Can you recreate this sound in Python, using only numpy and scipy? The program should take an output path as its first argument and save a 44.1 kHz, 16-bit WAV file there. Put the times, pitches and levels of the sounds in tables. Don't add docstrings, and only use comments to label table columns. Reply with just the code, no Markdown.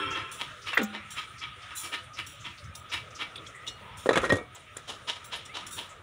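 import sys
import numpy as np
from scipy import signal
from scipy.fft import rfft, irfft, next_fast_len
from scipy.io import wavfile
from scipy.ndimage import uniform_filter1d

SR = 44100
rng = np.random.default_rng(int(sys.argv[2]) if len(sys.argv) > 2 else 0)


def transcribe(signal):
    frames = np.atleast_2d(signal).T
    limited = np.clip(frames, -1, 1)
    pcm = np.round(limited * 32767).astype(np.int16)
    wavfile.write(sys.argv[1], SR, pcm)


def voltage_ratio(decibels):
    exponent = np.asarray(decibels, float) / 20
    return 10 ** exponent


N = 265526
SPAN = 16384
TOP_HZ = 15600
T, F = np.arange(SPAN) / SR, np.arange(SPAN // 2 + 1) * SR / SPAN
FADE = np.cos(np.pi * T * SR / SPAN / 2)
SCENE_F = np.arange(N // 2 + 1) * SR / N
RING_T = np.arange(SR // 2) / SR


def colour(f, points):
    hz, db = np.transpose(points)
    return voltage_ratio(np.interp(np.log(f + 1), np.log(hz), db))


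def peak(f, hz, width):
    return 1 / (1 + 2j * (f - hz) / width)


def low(f, hz):
    return 1 / (1 + 1.4j * f / hz - (f / hz) ** 2) ** 2


def high(f, hz):
    return low(f, hz) * (f / hz) ** 4


def causal(gain):
    cepstrum = irfft(np.log(gain + 1e-9))
    half = len(cepstrum) // 2
    cepstrum[1:half] *= 2
    cepstrum[half + 1:] = 0
    return np.exp(rfft(cepstrum))


def swell(t, rise, t60):
    return (1 - np.exp(-(t / max(rise, 1e-4)) ** 2)) * voltage_ratio(-60 * t / max(t60, .01))


def add(out, s, x):
    i = int(s * SR)
    out[i:i + len(x)] += x[:N - i]


def level_to(x, db):
    return voltage_ratio(db) * x / np.sqrt(uniform_filter1d(x ** 2, size=200).max())


def curve(table):
    s, *columns = np.transpose(table)
    return [np.interp(np.arange(N) / SR, s, c) for c in columns]


def walk(rate, size=N):
    k = int(SR / rate)
    steps = np.repeat(rng.standard_normal(size // k + 1), k)
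    return 1.28 * uniform_filter1d(uniform_filter1d(steps, k), k)[:size]


def noise(gain):
    size = next_fast_len(N)
    places = np.linspace(0, len(gain) - 1, size // 2 + 1)
    gain = np.interp(places, np.arange(len(gain)), np.abs(gain))
    x = irfft(gain * rfft(rng.standard_normal(size)), size)[:N]
    return x / np.std(x)


# (time [s], far bustle [dB], feet and cloth scuffing close by [dB])
BUSTLE = [(0.0, -38.5, -56), (0.22, -46, -60.5), (1.26, -47.5, -66), (2.9, -51.5, -65), (3.35, -51, -55.5),
          (3.62, -53, -62.5), (4.04, -49.5, -60), (4.21, -75, -40.5), (4.54, -53.5, -67),
          (5.72, -51, -56.5), (6.02, -58.5, -61)]
# (level at usual bustle [dB], rise per bustle [dB/dB], scuff level [dB])
FOLLOW = [
    (-69.5, -0.7, 2),
    (-74, 1, -1),
    (-50, 1, -1),
    (-63.5, 0.62, -12),
]


def bustle():
    far, near = curve(BUSTLE)
    levels = []
    for db, share, near_db in FOLLOW:
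        power = voltage_ratio(db + share * (far + 49.5)) ** 2 + voltage_ratio(near + near_db) ** 2
        levels.append(10 * np.log10(power))
    whistle_db = -56 + 0.94 * (far + 50)
    return levels + [whistle_db]


# (time [s], drone level [dB])
MACHINE_LOAD = [(0.0, -57.5), (1.02, -60.5), (1.36, -59), (2.13, -62), (2.67, -54.5), (3.17, -62),
                (4.12, -56.5), (4.24, -59), (4.38, -61), (4.84, -65), (5.35, -63.5), (6.02, -66)]


def machine(whistle_db):
    drone_hz, drone_width, whistle_hz, whistle_width = 96.2, 39, 1267, 108
    f = SCENE_F
    drone = noise(peak(f, drone_hz, drone_width) * high(f, 40.0) * low(f, 267))
    drone = drone * voltage_ratio(4.5 + curve(MACHINE_LOAD)[0] + 3.2 * walk(20.99))
    whistle = noise(peak(f, whistle_hz, whistle_width) ** 2)
    return drone + voltage_ratio(whistle_db + 2.3 * walk(12)) * whistle


# (frequency [Hz], level per Hz [dB])
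YARD = [(18, -43), (30, -0.5), (102, -1.5), (270, -8.5), (591, -5.5), (830, -13.5), (1080, -10.5),
        (1260, 0), (1510, -9), (3590, -12.5), (4660, -33), (8280, -38.5), (9430, -32), (12300, -64),
        (15500, -40.5)]


def yard():
    low_db, hollow_db, mid_db, high_db, whistle_db = bustle()
    out = machine(whistle_db)
    shape = colour(SCENE_F, YARD)
    # (first band [Hz], reference span from [Hz], to [Hz], level [dB])
    regions = [(30, 200, 600, low_db), (620, 650, 1100, hollow_db),
               (1150, 1500, 4500, mid_db), (4600, 5000, 15500, high_db)]
    for hz in 35 * 2 ** np.arange(0, 9, .5):
        _, lo, hi, db = [r for r in regions if r[0] <= hz][-1]
        band = shape * np.exp(-(np.log2((SCENE_F + 1) / hz) * 2) ** 2)
        inside = (SCENE_F > lo) & (SCENE_F < hi)
        share = np.sqrt(np.sum(band ** 2) / np.sum(shape[inside] ** 2))
        flicker_db, trim_db = (4.4, 5.5) if hz < 1100 else (3.2, 4.4)
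        out = out + voltage_ratio(db + flicker_db * walk(18) - trim_db) * share * noise(band)
    return out


def clutter(lo_hz, ratio, level_db, t60):
    out, t = np.zeros(N), T[:SPAN // 2]
    for when, pitch, size, phase in rng.random((int(70 * N / SR), 4)):
        hz = min(lo_hz * ratio ** pitch, TOP_HZ)
        gain = colour(hz, YARD) * np.sqrt(hz) * voltage_ratio(11 * size)
        add(out, when * N / SR, gain * swell(t, 0.011, t60) * np.sin(2 * np.pi * (hz * t + phase)))
    return out / np.std(out) * voltage_ratio(level_db)


# (time [s], peak level [dB], centre [Hz], t60 [s])
TICKS = [(.098, -46.5, 5970, 0.21), (0.611, -51, 5300, 0.21), (0.741, -43, 14700, 0.12),
         (0.828, -41.5, 6900, 0.086), (.83, -35.5, 15400, 0.034), (1.373, -48, 5340, 0.23),
         (1.613, -54.5, 4940, 0.19), (2.03, -58, 8900, 0.13), (2.126, -49.5, 5400, 0.23),
         (2.389, -52.5, 6600, 0.27), (2.572, -50, 4000, 0.15), (2.635, -56, 6000, .12),
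         (3.1, -56, 6000, .12), (2.885, -49.5, 5430, 0.21), (3.143, -46.5, 5660, 0.18),
         (3.356, -53, 9000, 0.072), (3.462, -50.5, 6650, 0.14), (3.544, -57.5, 7900, 0.16),
         (4.7688, -39.5, 9400, 0.025), (5.884, -54.5, 7300, 0.2), (3.3545, -41.5, 2980, 0.044),
         (3.4625, -49, 3500, .03), (2.752, -44.5, 5660, 0.043), (3.665, -45, 3000, 0.033),
         (4.545, -48.5, 7600, 0.096), (4.546, -58, 14800, .04), (5.457, -50, 8000, 0.035),
         (1.168, -47, 1200, .05), (4.894, -44, 2500, .04), (5.35, -52, 9800, 0.13)]
# (time [s], peak level [dB], centre [Hz], t60 [s], build-up [s])
RUBS = [(3.356, -38.5, 3470, 0.044, 0.0017), (3.375, -41.5, 3500, 0.066, 0.0044),
        (3.464, -44, 3320, 0.075, .002), (3.543, -44.5, 1980, 1, 0.0027), (3.67, -33, 3730, 0.055, 0.01),
        (3.72, -47, 960, 3.3, 0.2), (3.04, -54, 530, .8, .03), (3.37, -51, 450, .3, .01),
        (3.48, -52, 560, .25, .01), (3.67, -51, 420, .25, .01), (3.8, -51, 500, .4, .01)]


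def ticks():
    out = np.zeros(N)
    rows = [(*r, 0.06 * r[3], 2200) for r in TICKS]
    rows += [(*r, max(0.11 * r[2], 220)) for r in RUBS]
    for s, db, hz, t60, rise, width in rows:
        grit = rng.standard_normal(SPAN) * voltage_ratio(2.0 * rng.exponential(size=SPAN)) * swell(T, rise, t60)
        x = irfft(rfft(grit * FADE) * peak(F, hz, width) ** 2, SPAN)
        add(out, s, level_to(x, db))
    return out


# (frequency [Hz], level [dB rms])
SHEET = [(296.1, -45), (387, -45), (446.8, -55.5), (524, -50), (899.0, -51.5), (1050, -44.5), (1093, -52),
         (1195, -54), (1300, -50), (1337, -41), (1405, -53), (1674, -47.5), (1755, -53), (1836, -58),
         (2148, -51), (2180, -65), (2229, -52), (2326, -52), (2670, -45), (2713, -47.5), (3110, -51),
         (3236, -46), (3273, -47.5), (5400, -60), (1490, -54), (2010, -59), (2460, -56), (2900, -56),
         (3460, -58.5)]


def sheet():
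    out, t = np.zeros(N), RING_T
    for hz, db in SHEET:
        beat = 1 + min(hz / 1500, 1) * walk(70.3, size=len(t))
        hold_s = 0.29 * rng.uniform(0.72, 1.3) * min(hz / 900, 1) ** 0.32
        fade = np.exp(-(t / hold_s) ** 1.5) * np.cos(np.pi * t)
        turns = hz * t + rng.random() + .12 * walk(40, size=len(t))
        add(out, 0, voltage_ratio(3 + db) * fade * beat * np.sin(2 * np.pi * turns))
    return out


# (time [s], pitch [Hz], level [dB])
SQUEAK = [
    (5.47, 1850, -58),
    (5.49, 1990, -46),
    (5.53, 2340, -48),
    (5.555, 2460, -52),
]


def squeak():
    hz, db = curve(SQUEAK)
    t = np.arange(N) / SR
    rubbing = (t > SQUEAK[0][0]) * (t < SQUEAK[-1][0])
    return rubbing * voltage_ratio(db - 3 + 3 * walk(150)) * np.sin(2 * np.pi * np.cumsum(hz) / SR)


def lone_modes(rows):
    out, t = np.zeros(N), RING_T
    for s, hz, db, rise, t60 in rows:
        turns = np.cumsum(hz * (1 + 0.0022 * walk(35, size=len(t)))) / SR
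        waver_db = 2.4 * walk(69.0, size=len(t)) * (1 - np.exp(-t / 0.036))
        add(out, s, voltage_ratio(db + waver_db) * swell(t, rise, t60) * np.sin(2 * np.pi * turns))
    return out


# (frequency [Hz], level [dB], t60 [s])
BUNCH_A = [(5770, -7.5, 0.47), (6315, -9, 5.0), (7100, 1, 0.18), (7602, -20, 11), (8700, -6, 3.5),
           (9000, -4, 0.16), (9810, -5, 0.36), (10175, -4, 0.49), (10660, -2.5, 0.33), (11600, -7, 0.28),
           (14100, -11, 0.25), (15130, -6, 0.36)]
BUNCH_B = [(4468, -9.5, 0.67), (5758, -1.5, 0.68), (7200, -8, 7.5), (9335, -6, 0.11), (10227, -10.5, 5.0),
           (10614, -5, 0.24), (11880, -31, 5.0), (14400, -14, 0.25), (14860, -5, 0.39), (15130, -3, 0.16)]


def spanners():
    rows = []
    for modes, s, gain_db in [(BUNCH_A, 1.76, -39.5), (BUNCH_B, 5.715, -48.5)]:
        rows += [(s, hz, db + gain_db, .012, min(t60, 0.45)) for hz, db, t60 in modes]
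    return lone_modes(rows)


# (time [s], frequency [Hz], peak level [dB], build-up [s], t60 [s])
RINGS = [(.778, 454, -33, 0.0047, 0.1), (.772, 1300, -20, 0.0008, 0.06), (.779, 1900, -21, 0.0011, 0.05),
         (4.0905, 490, -6.5, 0.00055, .018), (4.1085, 480, -16, .0008, .025), (4.115, 560, -21, .002, .05),
         (4.3222, 480, -7, .0004, .015), (4.059, 417, -21.5, 0.0011, 0.027), (.816, 255, -24, 0.0024, .05),
         (4.167, 517, -16, 0.0028, 0.09), (4.301, 1880, -15.5, 0.0031, 0.2), (4.3, 5200, -34, 0.0016, 0.06),
         (4.322, 98, -17, 0.006, 0.12), (4.16, 81, -35, 0.0075, 0.11), (4.769, 7300, -25, 0.00064, 0.015)]
CLIP_RINGS = [
    (3.668, 2870, -38, .004, 0.32),
    (3.695, 4290, -50, .006, 0.29),
    (.78, 786, -39, 0.011, 0.57),
    (.79, 1440, -39, .01, 0.63),
    (4.36, 2230, -41, .02, .35),
    (4.37, 2330, -44, .02, .3),
    (4.36, 727, -51, .02, 0.63),
]
CHINKS = [(0.734, 2700, -22.5, 0.0027, 0.075), (0.67, 4400, -39, .006, 0.11),
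          (.7295, 1100, -27, .001, 0.053), (0.7684, 1300, -20, 0.0018, 0.045),
          (.783, 1800, -31, .003, 0.081), (0.79, 2720, -30, 0.0026, 0.08), (.774, 3200, -22.5, .002, .04),
          (.79, 3660, -40, .003, .15), (4.091, 1860, -13.5, 0.00063, 0.025),
          (4.096, 520, -19, 0.0032, 0.095), (4.116, 1280, -28.5, .005, 0.19), (4.132, 3800, -31, .004, .06),
          (4.146, 2500, -30, .002, 0.054), (4.157, 2190, -19, .002, .05), (4.157, 3390, -23, .001, .04),
          (4.174, 1250, -15, .001, 0.037), (4.18, 1400, -29, .002, 0.058), (4.234, 1060, -21, .002, 0.048),
          (4.24, 1400, -20, 0.00091, .04), (4.243, 1890, -26.5, .003, 0.16),
          (4.302, 2400, -29, .001, 0.055), (4.322, 3450, -28, 0.00092, 0.03),
          (4.323, 290, -17.5, 0.0033, 0.094), (4.336, 3500, -37.5, .003, 0.053),
          (4.362, 3100, -41, .002, 0.035), (4.384, 3700, -37, 0.0009, .03),
          (3.678, 6900, -34.5, 0.0027, 0.052), (3.678, 6000, -39, .003, .06),
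          (3.545, 8700, -60, .005, 0.25), (3.463, 5500, -50, .003, .12), (5.726, 3700, -40, 0.0036, 0.13),
          (1.765, 4000, -36.5, 0.0053, .15), (1.755, 14000, -42, .01, .25)]


def pad_rings():
    out, t = lone_modes(RINGS + CLIP_RINGS + CHINKS), RING_T
    sag = np.cumsum(210 + 260 * np.exp(-t / 0.014)) / SR
    add(out, .78, voltage_ratio(-26 + 4.0 * walk(60.0, size=len(t))) * swell(t, 0.012, 0.5) * np.sin(2 * np.pi * sag))
    seat_s = .0075
    seat = np.arange(int(seat_s * SR)) / SR
    turns = np.cumsum(1503 + 552 * np.sin(np.pi * seat / seat_s)) / SR
    add(out, .7718, voltage_ratio(-12.5) * swell(seat, .0007, 0.18) * np.sin(2 * np.pi * turns))
    return out


def wall_slaps(swarm, slap_db):
    delay_s, gap_s, spread_s, scatter_db = .034, .0044, .011, 3.5
    lag = gap_s * (np.arange(-5, 6) + 0.2003 * rng.standard_normal(11))
    slaps = voltage_ratio(slap_db + scatter_db * rng.standard_normal(11)) * np.exp(-(lag / spread_s) ** 2)
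    swarm[((delay_s + lag) * SR).astype(int).clip(min=0)] += slaps


def blows(events, modes, body, main, edges_hz, lead_s, click_db, modes_db, sharp, spike_db, scatter_db,
          tail_db, tail_s, slap_db=-60, stretch=0.):
    out = np.zeros(N)
    bands = [high(F, 103) * low(F, edges_hz[0]), high(F, edges_hz[0]) * low(F, edges_hz[1]),
             high(F, edges_hz[1])]
    shapes = np.array([peak(F, hz, width / sharp) for hz, width, _ in modes])
    push = np.hanning(30) / 15
    tone = causal(colour(F, body))
    for s, db, rel_a, rel_b, rise, t60 in events:
        spikes_db = spike_db * rng.exponential(size=SPAN).clip(max=4.5)
        swarm = rng.standard_normal(SPAN) * voltage_ratio(spikes_db)
        swarm = swarm * (swell(T, rise, t60) + voltage_ratio(tail_db) * swell(T, 0.019, tail_s)) * FADE
        swarm *= voltage_ratio(1.3 * walk(160, size=SPAN))
        swarm[int(rise * SR):][:len(push)] += voltage_ratio(click_db) * push * min(0.00099 / rise, 1) ** 2
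        wall_slaps(swarm, slap_db)
        spot = voltage_ratio(modes_db + scatter_db * rng.standard_normal(len(modes)))
        size = 1 + stretch * rng.standard_normal()
        sound = rfft(swarm) * tone * (1 + np.interp(F * size, F, spot @ shapes))
        levels = np.insert([db + rel_a, db + rel_b], main, db)
        for band, band_db in zip(bands, levels):
            add(out, s - lead_s, level_to(irfft(sound * band, SPAN) * FADE, band_db))
    return out


def shaped(rows, rise, t60):
    return [(*r, rise, t60) for r in rows]


# (time [s], peak level [dB], mids [dB], t60 [s])
JINGLE = [(0.3117, -34, -2, 0.42), (1.104, -37, 1, 0.35), (1.7507, -30.5, -15, 0.48),
          (1.766, -30, -4, 0.54), (2.2634, -36.5, -1, 0.33), (2.7516, -36, 0.5, 0.17),
          (3.6666, -55.5, 20, 0.11), (3.6748, -47.5, 18, 0.18), (3.9684, -39, -3.5, 0.64),
          (4.7678, -46, -15, 0.082), (5.2436, -40, 0.5, 0.2), (5.453, -49, 12.5, 0.13),
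          (5.666, -34.5, 1.5, 0.15), (5.709, -35, -6, 0.27), (5.723, -33, -14, 0.31),
          (5.752, -36, -6, 0.37)]
# (frequency [Hz], width [Hz], level [dB])
TOOLS = [(3050, 30, -4), (3205, 35, -5), (3500, 120, -4), (3760, 20, 0), (4900, 20, -10), (5140, 74, -13),
         (5610, 170, -4), (6800, 20, -4), (6970, 11, -10), (7300, 14, -10), (7300, 72, -3), (7300, 20, -8),
         (7660, 64, -3), (7900, 24, -10), (8950, 53, -2), (9070, 77, -4), (9500, 13, -9), (9480, 88, -3),
         (10110, 160, -2), (10930, 63, -3), (11670, 26, -9), (12450, 39, -19), (12780, 45, -16),
         (13600, 32, -20), (14100, 79, -10), (14700, 31, -7), (14900, 140, -4)]
# (frequency [Hz], level [dB])
TOOLS_BODY = [(150, -38), (250, -20.5), (427, -20), (810, -34), (884, 2.5), (1250, -16), (2490, -10),
              (4120, -5), (4980, -18), (5620, -3.5), (10100, -2), (12700, -19.5), (15600, -4.5)]


def jingle():
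    events = [(s, db, mids - 12, mids, 0.0091 * t60, t60) for s, db, mids, t60 in JINGLE]
    return voltage_ratio(-10) * blows(events, TOOLS, TOOLS_BODY, main=2, edges_hz=(2300, 4600), lead_s=0.0018,
                            click_db=7.1, modes_db=8, sharp=1.5, spike_db=2.4, scatter_db=4,
                            tail_db=-43, tail_s=0.69, stretch=.03)


# (time [s], peak level [dB], mids [dB], highs [dB])
KNOCK = [(0.774, -25.5, 12, -11), (4.058, -15, -12, -28), (4.066, -19.5, -20, -20), (4.09, -11, -6, -20),
         (4.108, -15, -5, -28), (4.116, -22, -10, -22), (4.13, -19.5, -3, -13), (4.14, -30.5, 7, -15),
         (4.156, -22, 6.5, -8), (4.167, -8.5, -16, -29), (4.173, -10, -3, -17.5), (4.216, -32.5, -15, -5),
         (4.231, -18.5, -8, -21), (4.25, -22.5, -5, -13), (4.259, -27, 3, -21), (4.294, -22, -2, -15),
         (4.299, -18, 0, -21), (4.322, -10, -11, -18), (4.355, -26, -14, -11), (4.367, -23, -18, -13.5)]
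SETTLE = [
    (0.731, -52, 30, 8),
    (0.79, -24.5, 0, -32),
    (0.814, -28, 0, -12),
    (4.097, -34, -8, -27),
    (4.239, -20, -3.5, -20),
    (4.328, -19, -7.5, -22),
    (4.383, -28, -7, -26),
    (4.409, -31, -24, -39),
    (4.766, -34.5, -1.5, -7.5),
]
# (frequency [Hz], width [Hz], level [dB])
PAD = [(533, 47, 0), (1200, 400, -10), (1680, 6, -11), (1855, 21, -6), (2420, 160, -18), (2720, 460, -18),
       (3300, 31, -19), (3500, 67, -17), (3930, 140, -24), (4900, 13, -32), (5370, 16, -32)]
# (frequency [Hz], level [dB])
PAD_BODY = [(35, -30), (60, -7.5), (200, -7), (376, -3), (497, -0.5), (810, -10), (1870, -2.5),
            (2590, -15.5), (3420, -12), (4850, -22.5), (6870, -18), (15500, -37.5)]


def brake_pad():
    events = shaped(KNOCK, 0.001143, 0.059) + shaped(SETTLE, 0.00133, 0.13)
    return voltage_ratio(-8.5) * blows(events, PAD, PAD_BODY, main=0, edges_hz=(850, 4700), lead_s=.0005,
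                             click_db=26.7, modes_db=1.2, sharp=0.65, spike_db=0.56, scatter_db=5.4,
                             tail_db=-27.5, tail_s=0.48)


# (time [s], peak level [dB], lows [dB], highs [dB])
HAMMER = [(0.1541, -27.5, -8, -20.5), (0.3965, -24.5, -9.5, -11.5), (0.6665, -26, -20, -17),
          (0.9329, -29, -5.5, -26), (1.1668, -26, -19, -17.5), (1.4161, -27, -21.5, -24),
          (1.697, -35.5, -13.5, -42), (1.8338, -35, -9, -4), (1.9233, -24, -14.5, -17),
          (2.175, -25.5, -18, -15.5), (2.4464, -30.5, -17, -20), (2.9211, -23, -16, -12.5),
          (3.1957, -24.5, -12, -21)]
HAMMER_LATE = [
    (4.5459, -44, 2, -8),
    (4.8792, -28.5, -4, -7),
    (5.0752, -18, -13, -17),
    (5.3183, -23, -12.5, -18.5),
    (5.5438, -24.5, -8.5, -15),
    (5.7703, -23.5, -13.5, -30),
]
# (frequency [Hz], width [Hz], level [dB])
STEEL = [(343.3, 20, -13), (968, 56, -2), (1257, 21, -5), (1814, 90, -4), (2060, 12, -6), (2315, 43, 0),
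         (2714, 27, -5), (2957, 110, -1), (3273, 560, -3), (3800, 260, -5), (4050, 38, -7), (4500, 17, -16),
         (5074, 150, -14), (5520, 66, -16), (5660, 17, -17), (6850, 21, -16)]
# (frequency [Hz], level [dB])
STEEL_BODY = [(120, -68), (200, -17.5), (339, -11), (414, -17), (755, -15), (827, -14.5), (1260, -2.5),
              (1590, -10), (2290, -3), (4660, -16.5), (5590, -18), (15500, -27.5)]
LATE_BODY = [(120, -51), (200, -24.5), (497, -11.5), (874, -10), (974, -5), (1090, -8.5), (2210, -11.5),
             (3240, -4.5), (4660, -12.5), (6590, -10.5), (15500, -26.5)]


def hammering():
    first = blows(shaped(HAMMER, 0.025, 0.25), STEEL, STEEL_BODY, main=1, edges_hz=(850, 4600),
                  lead_s=.013, click_db=0, modes_db=7, sharp=1.6, spike_db=3, scatter_db=4,
                  tail_db=-45, tail_s=0.72, slap_db=17)
    late = blows(shaped(HAMMER_LATE, 0.022, 0.29), STEEL, LATE_BODY, main=1, edges_hz=(850, 4600),
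                 lead_s=0.011, click_db=0, modes_db=1.506, sharp=0.75, spike_db=2.34, scatter_db=2.2,
                 tail_db=-19.5, tail_s=1.0, slap_db=20)
    return first * voltage_ratio(-6.0) + late * voltage_ratio(-9.0)


# (frequency [Hz], level [dB])
MIC = [(8000, 0), (10500, 4.5), (12500, -16), (14000, -4), (15200, -1.5)]
# (frequency [Hz], level [dB])
CHANNEL_GAP = [(40, -29), (90, -38), (180, -49), (350, -35), (1400, -36.5), (3000, -34), (5600, -28), (9500, -47),
               (14000, -22)]


def scene():
    mid_db, high_db = bustle()[2:4]
    distant = clutter(250, 17., mid_db - 9.5, 0.17) + clutter(4500, 3.0, high_db - 11, 0.068)
    self_hiss = voltage_ratio(-79.5) * noise(high(SCENE_F, 10500))
    background = yard() + distant + self_hiss
    ringing = sheet() + squeak() + spanners() + pad_rings()
    struck = irfft(rfft(brake_pad() + hammering()) * colour(SCENE_F, MIC), N)
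    mid = background + ticks() + ringing + jingle() + struck
    side = voltage_ratio(-34.5) * (mid - np.roll(mid, 2))
    side = side + irfft(rfft(np.roll(mid, 400)) * colour(SCENE_F, CHANNEL_GAP), N)
    return np.array([mid + side, mid - side])


def roll_off(x):
    return signal.sosfilt(signal.butter(12, 16640, fs=SR, output="sos"), x)


def record(dry):
    dry = signal.sosfilt(signal.butter(2, 55, "high", fs=SR, output="sos"), dry)
    dry = signal.sosfilt(signal.ellip(8, .3, 50, TOP_HZ, fs=SR, output="sos"), dry)
    return roll_off(dry)


dry = scene()
out = record(dry)
transcribe(out)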